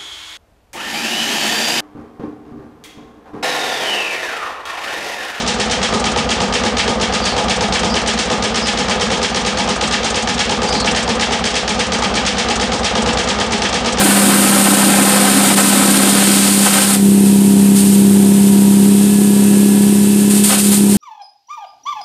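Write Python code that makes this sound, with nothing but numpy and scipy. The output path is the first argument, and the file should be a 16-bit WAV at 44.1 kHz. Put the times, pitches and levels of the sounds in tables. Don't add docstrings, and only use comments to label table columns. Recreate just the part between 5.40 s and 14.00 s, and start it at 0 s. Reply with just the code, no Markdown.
import sys
import numpy as np
from scipy import signal
from scipy.fft import rfft, irfft
from scipy.io import wavfile

SR = 44100
rng = np.random.default_rng(int(sys.argv[2]) if len(sys.argv) > 2 else 0)


def transcribe(u):
    v = np.clip(np.atleast_2d(u).T, -1, 1)
    q = np.round(v * 32767).astype(np.int16)
    wavfile.write(sys.argv[1], SR, q)


N = 379260
SIZE = 16384
AGE_S = np.arange(SIZE) / SR
HZ = np.maximum(np.fft.rfftfreq(SIZE, 1 / SR), 1)


def from_db(db):
    return 10 ** (np.asarray(db) / 20)


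def rms_one(x):
    return x / np.sqrt(np.mean(x ** 2, axis=-1, keepdims=True) + 1e-20)


def butter(x, order, hz, kind="low"):
    return signal.sosfilt(signal.butter(order, hz, kind, fs=SR, output="sos"), x)


def spectrum_gain(points):
    hz, db = np.transpose(points)
    return from_db(np.interp(np.log(HZ), np.log(hz), db))


def resonances(modes, skirt=1.96):
    power = sum(from_db(db) ** 2 / (1 + ((HZ / hz - hz / HZ) * hz / width_hz) ** 2)
                for hz, width_hz, db in modes)
    outside = np.maximum(modes[0][0] / HZ, HZ / modes[-1][0]) / skirt
    return np.sqrt(power / (1 + outside ** 8))


def minimum_phase(gain):
    cepstrum = irfft(np.log(gain + 1e-5))
    fold = np.r_[1, np.full(SIZE // 2 - 1, 2), 1, np.zeros(SIZE // 2 - 1)]
    return np.exp(rfft(cepstrum * fold))


def place(times_s, level_db, sounds, rms_window_s=0.08):
    out = np.zeros(N + 3 * SIZE)
    for s, db, sound in zip(times_s, level_db, sounds):
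        start = SIZE + round(s * SR)
        out[start:start + SIZE] += from_db(db) * sound / np.std(sound[:round(rms_window_s * SR)])
    return out[SIZE:SIZE + N]


def room_rumble(level_db=-52, band_hz=(25, 160)):
    return from_db(level_db) * rms_one(butter(rng.standard_normal(N), 1, band_hz, "band"))


# band centre in Hz, T60 in seconds.
ROOM_DECAY = [(200, 0.52), (800, 0.77), (3000, 0.6), (6000, 0.36), (10000, 0.27)]


def room_tails(count, gap_s, build_s, steady):
    common = np.sqrt(steady) * rng.standard_normal(SIZE)
    changing = np.sqrt(1 - steady) * rng.standard_normal((count, SIZE))
    spectrum = rfft(common + changing)
    centres_hz, t60s_s = np.transpose(ROOM_DECAY)
    tail = 0
    for t60_s, selector in zip(t60s_s, np.eye(len(centres_hz))):
        band = np.interp(np.log(HZ), np.log(centres_hz), selector)
        tail = tail + irfft(spectrum * band) * from_db(-60 * AGE_S / t60_s)
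    return rms_one(tail * np.clip((AGE_S - gap_s) / build_s, 0, 1))


def blows(times_s, level_db, body_gain, contact_s, direct_db, early_db, early_s, gap_s, build_s, steady,
          soft_hz=6000, yield_s=0.0025):
    count = len(times_s)
    yielding = 1 - np.exp(-AGE_S / yield_s)
    release = np.exp(-np.minimum(AGE_S / contact_s, 20))
    contact = rng.standard_normal((count, SIZE)) * yielding * release
    direct = from_db(direct_db) * rms_one(butter(contact, 2, soft_hz))
    early_age = np.clip((AGE_S - gap_s) / early_s, 0, 20)
    early = rms_one(rng.standard_normal((count, SIZE)) * early_age * np.exp(-early_age))
    heard = direct + from_db(early_db) * early + room_tails(count, gap_s, build_s, steady)
    return place(times_s, level_db, irfft(rfft(heard) * minimum_phase(body_gain)))


def clean_knocks(times_s, level_db, modes, vary_db):
    hz, width_hz, db = np.transpose(modes)
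    decay = np.exp(-np.minimum(np.pi * width_hz[:, None] * AGE_S, 20))
    rings = np.sin(2 * np.pi * hz[:, None] * AGE_S) * decay
    strengths = width_hz * from_db(db + vary_db * rng.standard_normal((len(times_s), len(hz))))
    polarity = (-1) ** np.arange(len(hz))
    return place(times_s, level_db, (strengths * polarity) @ rings)


# time in seconds, force in dB, snap of the first contact in dB.
REBOUNDS = [(-0.055, -0.5, -5), (0.063, -2.5, -5), (0.186, -0.5, -9), (0.298, -1.5, -5), (0.416, -3, -5),
            (0.525, 3.5, -2.0), (0.641, 0.5, 2), (0.761, 3, 0.5), (0.891, -1.5, -1), (1.003, 3, 4.0),
            (1.125, -1, -2.0), (1.236, 2.5, 2.0), (1.369, -2, 1), (1.478, 3, 5), (1.599, 1.0, -6),
            (1.724, -0.5, -4.0), (1.84, -2.5, -6), (1.965, 4, 0.0), (2.083, -2.5, -3.0), (2.208, 2.5, 5.0),
            (2.324, -2.5, 2), (2.432, 2.5, 1), (2.541, 1, 2), (2.661, -3, -5.0), (2.776, -3.5, -5),
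            (2.9, 3, 1), (3.024, 0, 2.0), (3.144, -1.5, -0.5), (3.257, -2, -5.0), (3.373, 0, 0),
            (3.483, 1.5, -2.0), (3.597, -0.5, -5), (3.702, 1.5, -1), (3.816, -2.5, -4.0), (3.946, -0.0, 1),
            (4.049, -0.5, -3.0), (4.172, 1, 2.0), (4.276, 1, -4), (4.41, 0.5, 4), (4.51, -1, 0.0),
            (4.631, -1, -3), (4.744, 0, -1), (4.874, 0, 4.0), (4.979, -3.5, -4), (5.094, 2, 3.0),
            (5.218, 3.5, 1), (5.326, 2.5, 4.5), (5.445, 2.5, 0.0), (5.548, -1.5, 0.0), (5.677, 2.5, -2),
            (5.796, -3.0, 0), (5.908, 2, -3), (6.04, -2.5, 2.0), (6.141, -3.5, -4), (6.278, -1.0, 3.5),
            (6.38, -0.5, -11), (6.52, 0, 4), (6.622, 2, 3.0), (6.74, 0, -2), (6.851, -4, -4),
            (6.97, -2, -7), (7.086, 2.5, 2.0), (7.198, 0, 0.0), (7.319, 1.5, 2.5), (7.432, -3.5, -5.0),
            (7.552, 4.0, 4.0), (7.66, 3.5, 3.0), (7.772, -1.0, 3), (7.874, -1, -2), (7.987, 2.5, -3.0),
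            (8.108, 1.5, -5), (8.22, 0, 6.0), (8.328, -0.5, 0.0), (8.446, 1, -1), (8.572, -0.5, -4)]


def swings():
    rebound_s, force_db, snap_db = np.transpose(REBOUNDS)
    return_db = np.r_[0, force_db[:-1]]
    return rebound_s, force_db, snap_db, return_db


# start in seconds, length in seconds, start and end pitch in Hz, level in dB.
SQUEAKS = [(1.795, 0.18, 4800, 4300, -26), (2.49, 0.063, 4960, 4900, -26), (3.206, 0.074, 5000, 5140, -25),
           (5.251, 0.16, 4810, 4780, -24.5), (5.323, 0.13, 4380, 4290, -24.5)]


def swivel_squeaks(rasp_hz=300):
    out = np.zeros(N)
    for start_s, length_s, start_hz, end_hz, db in SQUEAKS:
        n, start = round(length_s * SR), round(start_s * SR)
        rasp = rms_one(butter(rng.standard_normal((2, n)), 3, rasp_hz))
        phase = 2 * np.pi * np.cumsum(np.linspace(start_hz, end_hz, n)) / SR
        whistle = rasp[0] * np.cos(phase) + rasp[1] * np.sin(phase)
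        out[start:start + n] += from_db(db) * signal.windows.tukey(n, 0.5) * whistle
    return out


# frequency in Hz, width in Hz, level in dB.
SWIVEL_MODES = [(1434, 17, 2), (1700, 24, -9), (1730, 180, 2), (1870, 490, -2), (2283, 150, 3),
                (2685, 180, 2), (3190, 330, 4.5), (3800, 290, -5), (4660, 860, -3.5)]
# rebound time in seconds, level change in dB.
GRAZES = [(.525, -20), (1.003, -4), (1.478, -18), (2.432, -10), (5.218, -8), (5.326, -7), (7.319, -18)]


def swivel_clacks(level_db=-23, spread_db=1.65, delay_s=0.0235, scatter_s=0.003):
    rebound_s, _, _, return_db = swings()
    clack_db = level_db + 0.56 * return_db + spread_db * rng.standard_normal(len(rebound_s))
    for graze_s, change_db in GRAZES:
        clack_db[np.argmin(np.abs(rebound_s - graze_s))] += change_db
    clack_s = rebound_s + delay_s + scatter_s * rng.standard_normal(len(rebound_s))
    return blows(clack_s, clack_db, resonances(SWIVEL_MODES), contact_s=0.012, direct_db=-1.5,
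                 early_db=-2, early_s=0.0087, gap_s=0.0033, build_s=0.0042, steady=0.3)


# frequency in Hz, level in dB, T60 in seconds.
THUMP_MODES = [(62.1, -3.5, 0.42), (91, -12, 0.89), (114, -14, 0.38)]


def low_thump(beat_s, level_db, lead_s, rise_s=0.0011, drop_db=-9, drop_s=0.011, drop_delay_s=0.04):
    ring = 0
    for hz, db, t60_s in THUMP_MODES:
        detune = 1 + 0.028 * rng.standard_normal((len(beat_s), 1))
        ring = ring + np.sin(2 * np.pi * hz * detune * AGE_S) * from_db(db - 60 * AGE_S / t60_s)
    dropped = 0.5 + 0.5 * np.tanh((AGE_S - lead_s[:, None] - drop_delay_s) / drop_s)
    attack = 1 - np.exp(-AGE_S / rise_s)
    return -place(beat_s, level_db, ring * from_db(drop_db * dropped) * attack)


def lead_times(rebound_s, mean_s=0.042, delay_share=0.47):
    gaps_s = np.diff(rebound_s)
    return mean_s + delay_share * np.r_[0, gaps_s - gaps_s.mean()]


# time in seconds, level in dB.
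BEAT_SWELL = [(0, -1), (.7, 1), (1.2, 1), (2.2, 3), (3, -0.5), (4.6, -1.3), (5.4, .7), (6.2, -0.5),
              (7.7, 2.6), (8.15, -2), (8.6, 1)]
# frequency in Hz, width in Hz, level in dB.
DULL_KNOCK_MODES = [(199, 33, 4), (230.3, 12.6, 7), (420, 42, -6), (498, 51, 0.5), (661, 65, -3.5),
                    (748, 31, 0), (857, 84, -10), (1050, 100, -12), (1235, 160, -6.5), (1640, 250, -17.5)]
# frequency in Hz, spectral density in dB.
BRUSH_SPECTRUM = [(500, -23), (2000, -8), (4000, -2.5), (6000, 0.5), (8000, -1.5), (10000, -13.5)]


def dull_beats(thump_db=-28.5, knock_db=-29, body_db=-22.5, brush_db=-37, brush_spread_db=5.5):
    rebound_s, _, _, return_db = swings()
    lead_s = lead_times(rebound_s)
    beat_s = rebound_s - lead_s
    swell_db = np.interp(beat_s, *np.transpose(BEAT_SWELL))
    drive_db = 0.75 * swell_db + 0.16 * return_db
    chance_db = brush_spread_db * rng.standard_normal(len(beat_s))
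    knock = clean_knocks(beat_s + 0.002984, knock_db + drive_db, DULL_KNOCK_MODES, vary_db=4)
    body = blows(beat_s + 0.001996, body_db + drive_db, resonances(DULL_KNOCK_MODES),
                 contact_s=0.0036, direct_db=-13,
                 early_db=-3, early_s=0.0056, gap_s=0.012, build_s=0.003, steady=0.58)
    brush = blows(beat_s - 0.004, brush_db + chance_db, spectrum_gain(BRUSH_SPECTRUM),
                  contact_s=0.0045, direct_db=5,
                  early_db=22, early_s=0.0055, gap_s=0.0005, build_s=0.0023, steady=0.15)
    thump = low_thump(beat_s, thump_db + swell_db + 0.33 * return_db, lead_s)
    return thump + knock + body + brush


# frequency in Hz, spectral density in dB.
SLAP_SPECTRUM = [(400, -16.5), (1100, -12), (1700, -2.5), (2500, -4.5), (3300, -1), (4300, -2.5),
                 (5300, -1), (7000, -4), (8500, -8.5), (10000, -14.5)]
# frequency in Hz, width in Hz, level in dB.
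BOARD_KNOCK_MODES = [(347, 28, -9), (414.3, 17.3, -1.5), (493, 31.6, 0.5), (595, 19, -8.5), (686, 40, -7.5),
                     (782, 35, -7.5), (833, 25.5, 1), (916, 44, -7.5), (1017, 79, -15), (1235, 64, -6.5)]
BOARD_BOOM_MODES = [(151.6, 7.1, -8), (196, 14, -0.5), (216.5, 14, 1.5), (240, 25, -4.5), (316, 13, -16)]


def platform(slap_db=-20, knock_db=-21.5, boom_db=-26.5, flatten_db=-30.5, puff_db=-38.5):
    rebound_s, force_db, snap_db, _ = swings()
    slap_gain_db, knock_gain_db, low_gain_db = -0.43 * force_db, 0.99 * force_db, 0.97 * force_db
    bite_db = 1.1 * force_db[:, None]
    slap = blows(rebound_s - 0.001, slap_db + slap_gain_db, spectrum_gain(SLAP_SPECTRUM),
                 contact_s=0.0049, direct_db=snap_db[:, None] - 8.5,
                 early_db=-14, early_s=0.0095, gap_s=0.011, build_s=0.0035, steady=0.36, soft_hz=5160)
    knock = blows(rebound_s, knock_db + knock_gain_db, resonances(BOARD_KNOCK_MODES),
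                  contact_s=0.0069, direct_db=bite_db - 7,
                  early_db=2, early_s=0.018, gap_s=0.0066, build_s=0.0081, steady=0.46)
    boom = blows(rebound_s, boom_db + low_gain_db, resonances(BOARD_BOOM_MODES),
                 contact_s=0.0025, direct_db=-11.5,
                 early_db=1, early_s=0.016, gap_s=0.0059, build_s=0.0057, steady=0.44)
    flatten = clean_knocks(rebound_s + 0.0294, flatten_db + low_gain_db, BOARD_BOOM_MODES, vary_db=0.5)
    puff_modes = [(hz, 20, -db) for hz, db, _ in THUMP_MODES]
    puff = clean_knocks(rebound_s + 0.0038, puff_db + low_gain_db, puff_modes, vary_db=3.5)
    return slap + knock + boom + flatten + puff


def scene():
    return (dull_beats() + platform() + swivel_clacks() + swivel_squeaks() + room_rumble())[None]


def record(dry, ceiling=0.51, bass_hz=40, cutoff_hz=9950):
    rounded = ceiling * np.tanh(dry / ceiling)
    thin = butter(rounded, 4, bass_hz, "high")
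    return signal.sosfilt(signal.ellip(12, 0.1, 80, cutoff_hz, fs=SR, output="sos"), thin)


dry = scene()
out = record(dry)
transcribe(out)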